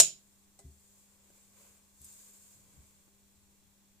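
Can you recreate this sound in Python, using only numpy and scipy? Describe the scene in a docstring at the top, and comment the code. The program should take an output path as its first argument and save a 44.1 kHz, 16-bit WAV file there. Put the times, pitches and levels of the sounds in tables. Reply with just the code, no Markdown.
"""A wooden desk in a small quiet room. Close to the microphone a switch snaps loudly: its contacts
chatter, its housing rings and the room answers. Lighter clicks follow, soft bumps sound the desk's low
modes, and a hand or sleeve slides with a faint friction hiss and tiny ticks. Low mains hum and
microphone hiss lie beneath. The microphone rings near 7 kHz and overloads on the snap."""
import sys
import numpy as np
from scipy import signal
from scipy.fft import rfft, irfft
from scipy.io import wavfile

SR = 44100
rng = np.random.default_rng(int(sys.argv[2]) if len(sys.argv) > 2 else 0)


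def store_pcm(level_fs):
    """Save levels as 16-bit WAV."""
    pcm = np.round(np.clip(level_fs, -1, 1) * 32767).astype(np.int16)
    wavfile.write(sys.argv[1], SR, np.atleast_2d(pcm).T)


N = 176400
TIME = np.arange(N) / SR
FREQS = np.maximum(np.arange(N // 2 + 1) * SR / N, 1)
SNAP_START_S = .0001

# Stereo image of every noise. Each row: frequency in Hz, left-right correlation.
STEREO_LIKENESS = [(60, 0), (280, .88), (650, 0.34), (1400, .3), (3000, 0.084), (15000, 0)]
# Room rumble and microphone hiss. Each row: frequency in Hz, relative level in dB.
ROOM_TONE_COLOUR = [(25, -0.5), (50, -2), (72, 3.5), (110, -7), (170, -8), (300, -14), (600, -16.5),
                    (1500, -20.5), (4500, -19), (6200, -19), (7400, -15.5), (9500, -21), (15000, -21)]
# Mains hum. Each row: frequency in Hz, rms level in dB before panning.
HUM_PARTIALS = [(100, -85.5), (200.3, -73.5), (300.4, -90), (400, -89)]
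# Fader ride of the slide's hiss. Each row: time in seconds, level in dB before trim.
HISS_RIDE = [(.3, -71), (.5, -74), (.68, -69), (.98, -66), (1.17, -72), (1.38, -65), (1.52, -69),
             (1.59, -62.5), (1.7, -64.5), (1.85, -70), (1.94, -70), (2.05, -57.5), (2.14, -57),
             (2.25, -59.5), (2.54, -62), (2.66, -67.5), (2.82, -67), (3.15, -73), (4, -77)]
# Bright friction hiss. Each row: frequency in Hz, relative level in dB.
HISS_COLOUR = [(2000, -24), (4000, -16), (5800, -11.5), (6700, -5), (7400, 0), (8300, -5.5), (9600, -11),
               (12500, -13.5), (15000, -14.5)]
# The hiss leans left. Each row: frequency in Hz, left minus right in dB.
HISS_BALANCE = [(3000, 0.5), (7000, 0.5), (9000, 1.5), (14000, 3.5)]
# Fader ride of the rub. Each row: time in seconds, level in dB before trim.
RUB_RIDE = [(.75, -81.5), (1.36, -72.5), (1.48, -76.5), (1.6, -66), (1.7, -70), (1.92, -80), (2.24, -71),
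            (2.55, -76), (2.77, -71.5), (3.15, -80.5), (4, -81.5)]
# Dull body of the slide. Each row: frequency in Hz, relative level in dB.
DULL_RUB_COLOUR = [(100, -8.5), (300, -3), (560, 0.5), (760, -7), (1050, -3), (1600, -9), (2300, -6.5),
                   (4000, -15)]
# The hand drags on the desk. Each row: time in seconds, level in dB.
DRAG_RIDE = [(2.5, -89), (2.58, -68.5), (2.72, -71.5), (2.77, -65.5), (2.82, -64.5), (2.89, -82)]
# Rumble of that drag. Each row: frequency in Hz, relative level in dB.
DRAG_RUMBLE_COLOUR = [(30, -13.5), (70, 0.5), (140, -2), (250, -13), (600, -24.5), (2000, -44.5),
                      (8000, -71)]
# Tiny catches in the slide. Each row: start in seconds, strike level in dB.
TICK_CUES = [(2.0169, -35.5), (2.0454, -31), (2.0503, -39), (2.0538, -35), (2.1265, -38), (2.281, -46)]
# Ping of a tick. Each row: frequency in Hz, gain in dB, 60 dB decay time in seconds.
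TICK_RING = [(7900, -6, .003), (12500, -5, .0008)]
# Sizzle after a tick. Each row: frequency in Hz, relative level in dB.
TICK_TAIL_COLOUR = [(1000, -36), (4000, -28), (6000, -26), (7600, 7), (9500, 6), (15000, -20)]
# Soft bumps on the desk. Each row: start in seconds, push level in dB, contact time in seconds.
BUMP_CUES = [(0.641, -56, 0.0029), (0.65, -46, 0.0032), (2.008, -58.5, 0.0035), (2.031, -68, 0.015),
             (2.775, -55.5, 0.0045), (2.804, -59, 0.011), (3.356, -66, .008)]
# Low modes of the desk. Each row: frequency in Hz, gain in dB, 60 dB decay time in seconds.
DESK_RING = [(74.4, 5, 0.32), (104, -11, 0.19), (132.5, -1.5, 0.154), (155, -10.5, 0.26), (267, -3, 0.21),
             (376, 1, 0.27)]
# Lighter clicks. Each row: start in seconds, body level in dB, edge level in dB,
# 60 dB decay time in seconds, strike level of the ring in dB.
CLICK_CUES = [(.589, -59.5, -52.5, 0.095, -59.5), (1.302, -60, -74, 0.016, -79),
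              (3.078, -64, -78, .025, -76)]
# Hollow body of a click. Each row: frequency in Hz, relative level in dB.
CLICK_BODY_COLOUR = [(150, 1), (400, 2), (580, 2), (820, -2), (1000, -7), (1600, -15), (2050, -7),
                     (2500, -22), (5000, -29), (15000, -43)]
# What a click sets ringing. Each row: frequency in Hz, gain in dB, 60 dB decay time in seconds.
CLICK_RING = [(397, -5.5, 0.75), (578, 0.5, 0.066), (680, -10, 0.45), (787, -7, 0.14), (2013, -12, 0.26)]
# The room's answer to the snap. Each row: frequency in Hz, relative level in dB.
REVERB_COLOUR = [(35, -34.5), (60, -19), (100, -28), (155, -17), (220, -29), (380, -19), (450, -27),
                 (640, -14), (820, -30.5), (1800, -27), (2750, -11.5), (3400, -14), (4300, -11.5),
                 (6100, -8.5), (7050, 3), (7900, -3.5), (9500, -13), (12500, -21), (15000, -29)]
# How fast the room dies away. Each row: frequency in Hz, 60 dB decay time in seconds.
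REVERB_DECAY = [(100, 0.34), (300, .33), (700, .22), (1800, .22), (3000, 0.3), (7000, 0.2), (13000, .19)]
# Crack of the switch, also the clicks' edge. Each row: frequency in Hz, relative level in dB.
CRACK_COLOUR = [(40, -20), (100, -33), (250, -31.5), (380, -23.5), (630, -17), (920, -26), (1350, -18.5),
                (1750, -31), (2800, -20), (3900, -14), (5000, -12), (6200, -10), (7400, -1.5), (8600, -5.5),
                (10100, -15.5), (15000, -26)]
# Switch and housing modes. Each row: frequency in Hz, gain in dB, 60 dB decay time in seconds.
SWITCH_RING = [(158, -44.5, 0.29), (314, -42, 0.047), (387, -49, .3), (554, -28, .035), (606, -21, 0.046),
               (658, -26, 0.087), (2890, -40.5, .21), (3984, -33.5, .15), (5403, -34.5, .16),
               (6700, -32, 0.26), (7104, -27.5, .27), (7020, -29, 0.22), (10200, -40, .14),
               (12540, -42.5, 0.16)]
# The two capsules ring at different pitches. 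Each row: frequency in Hz, left minus right in dB.
CAPSULE_BALANCE = [(2500, 0.5), (5200, -1), (6200, -3), (6850, -4), (7450, -0.5), (8300, 5.5), (9400, 1),
                   (14000, 0)]


def from_db(db):
    """Decibels to gain."""
    return 10 ** (np.asarray(db) / 20)


def rms_one(x):
    """Scale to an rms of one."""
    return x / np.sqrt(np.mean(x ** 2) + 1e-20)


def at_hz(points, hz):
    """Read a table on a log-frequency axis."""
    freqs, values = np.transpose(points)
    return np.interp(np.log(hz), np.log(freqs), values)


def in_time(ride):
    """Read a fader ride at every sample."""
    return np.interp(TIME, *np.transpose(ride))


def pan(db):
    """Stereo gains for left minus right in dB: one value, or one per frequency."""
    return from_db(db * np.array([[.5], [-.5]]))


def drift(rate_hz):
    """Slow random wander, rms one."""
    return rms_one(irfft(rfft(rng.standard_normal(N)) / (1 + (FREQS / rate_hz) ** 2), N))


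def ripple(spread_db, spacing_hz):
    """Random peaks and dips over frequency, as reflections make them; the bass stays even."""
    peaks = np.interp(FREQS / spacing_hz, np.arange(2000), rng.standard_normal(2000))
    return from_db(spread_db * np.minimum(FREQS / 1500, 1) * peaks)


def noise(colour):
    """Coloured stereo noise, rms one: narrow in the low mids, wide in the treble."""
    mid, side = rfft(rng.standard_normal((2, N)))
    alike = at_hz(STEREO_LIKENESS, FREQS)
    stereo = np.sqrt(1 + alike) * mid + np.sqrt(1 - alike) * side * [[1], [-1]]
    near_reflections = ripple(spread_db=3, spacing_hz=90.7)
    return rms_one(irfft(stereo * near_reflections * from_db(at_hz(colour, FREQS)), N))


def burst(start, t60, rise=1e-4, hold=0):
    """Envelope: straight attack, hold, exponential decay; times in seconds."""
    age = TIME - start
    attack = np.clip(age / rise, 0, 1)
    return attack * np.exp(-np.log(1000) * np.maximum(age - rise - hold, 0) / t60)


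def ring(force, modes):
    """Decaying sines set off by a force, one resonator per mode."""
    out = 0
    for hz, db, t60 in modes:
        radius, angle = np.exp(-np.log(1000) / (t60 * SR)), 2 * np.pi * hz / SR
        feedback = [1, -2 * radius * np.cos(angle), radius * radius]
        out = out + signal.lfilter([0, from_db(db) * np.sin(angle)], feedback, force + 1e-18)
    return out


def low_cut(x, hz):
    """Roll off the lows at 12 dB per octave."""
    return signal.sosfilt(signal.butter(2, hz, "high", fs=SR, output="sos"), x)


def room_tone(floor_db=-68.5, waver_db=0.23):
    """The bed: room rumble, microphone hiss and a slightly wavering mains hum."""
    hum = 0
    for hz, db in HUM_PARTIALS:
        amplitude = np.sqrt(2) * from_db(db + waver_db * drift(rate_hz=3))
        hum = hum + amplitude * np.sin(2 * np.pi * (hz * TIME + rng.random()))
    return from_db(floor_db) * noise(ROOM_TONE_COLOUR) + pan(db=3) * hum


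def hand_slide(hiss_trim_db=1.5, rub_trim_db=0.5):
    """Friction: a bright hiss, a dull rub, and a brief rumble where the hand drags on the desk."""
    flutter_db = 0.65 * drift(rate_hz=25)
    bright = irfft(rfft(noise(HISS_COLOUR)) * pan(at_hz(HISS_BALANCE, FREQS)), N)
    hiss = from_db(hiss_trim_db + in_time(HISS_RIDE) + flutter_db) * bright
    rub = from_db(rub_trim_db + in_time(RUB_RIDE) + flutter_db) * noise(DULL_RUB_COLOUR)
    rumble = from_db(in_time(DRAG_RIDE)) * noise(DRAG_RUMBLE_COLOUR)
    return hiss + rub + rumble


def slide_ticks(tail_db=-17):
    """The slide catches: needle-sharp ticks on the left, each with a faint diffuse tail."""
    strikes, tail_envelope = np.zeros(N), 0
    for start, db in TICK_CUES:
        strikes[int(start * SR)] = from_db(db)
        tail_envelope = tail_envelope + from_db(db + tail_db) * burst(start, t60=.03)
    pings = low_cut(ring(strikes, TICK_RING), hz=6000)   # so small a contact radiates only treble
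    return pan(db=6) * pings + tail_envelope * noise(TICK_TAIL_COLOUR)


def desk_bumps():
    """Soft half-sine pushes into the desk's low modes; a longer contact gives a duller thud."""
    force = np.zeros(N)
    for start, db, contact_s in BUMP_CUES:
        push = np.sin(np.pi * np.clip((TIME - start) / contact_s, 0, 1))
        force += from_db(db) * push / push.sum()
    return pan(db=1) * low_cut(ring(force, DESK_RING), hz=62)   # the thud keeps little sub-bass


def light_clicks(rise_s=0.00195):
    """Small clacks in three layers: a hollow body, a bright edge and a short ring."""
    body, edge = noise(CLICK_BODY_COLOUR), noise(CRACK_COLOUR)
    strikes, clacks = np.zeros(N), 0
    for start, body_db, edge_db, t60, ring_db in CLICK_CUES:
        strikes[int((start + rise_s) * SR)] = from_db(ring_db)
        blend = from_db(body_db) * body + from_db(edge_db) * edge
        clacks = clacks + blend * burst(start, t60, rise=rise_s)
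    return clacks + ring(strikes, CLICK_RING)


def snap_reverb(level_db=-17):
    """Dense reflections of the snap, full of narrow resonances, each octave dying at its own rate."""
    wash = rfft(noise(REVERB_COLOUR)) * ripple(spread_db=2, spacing_hz=34.56)
    tail = 0
    for hz in 31.25 * 2.0 ** np.arange(10):
        octave = np.maximum(1 - abs(np.log2(FREQS / hz)), 0)
        envelope = burst(SNAP_START_S, t60=at_hz(REVERB_DECAY, hz), rise=0.003)
        tail = tail + irfft(wash * octave, N) * envelope
    return from_db(level_db) * pan(db=-2.5) * tail


def switch_snap(crack_db=-3):
    """The main hit: a few milliseconds of hard contact chatter, and the ring of the housing."""
    strike = np.zeros(N)
    strike[int(SNAP_START_S * SR)] = 1
    crack = from_db(crack_db) * noise(CRACK_COLOUR) * burst(SNAP_START_S, t60=0.032, hold=.003)
    return crack + ring(strike, SWITCH_RING)


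def scene():
    """The mix: the snap up front, small handling sounds after it, room tone underneath."""
    snap = switch_snap() + snap_reverb()
    handling = light_clicks() + desk_bumps() + hand_slide() + slide_ticks()
    return snap + handling + room_tone()


def record(dry, ceiling=0.58, top_stop_hz=15900):
    """The capsules colour left and right, the snap overloads the input, the top is cut."""
    hz = np.maximum(np.arange(N + 1) * SR / (2 * N), 1)
    coloured = irfft(rfft(dry, 2 * N) * pan(at_hz(CAPSULE_BALANCE, hz)))[:, :N]
    saturated = ceiling * np.tanh(coloured / ceiling)
    top_cut = signal.cheby2(20, 70, top_stop_hz, fs=SR, output="sos")
    return signal.sosfilt(top_cut, saturated)


dry = scene()
out = record(dry)
store_pcm(out)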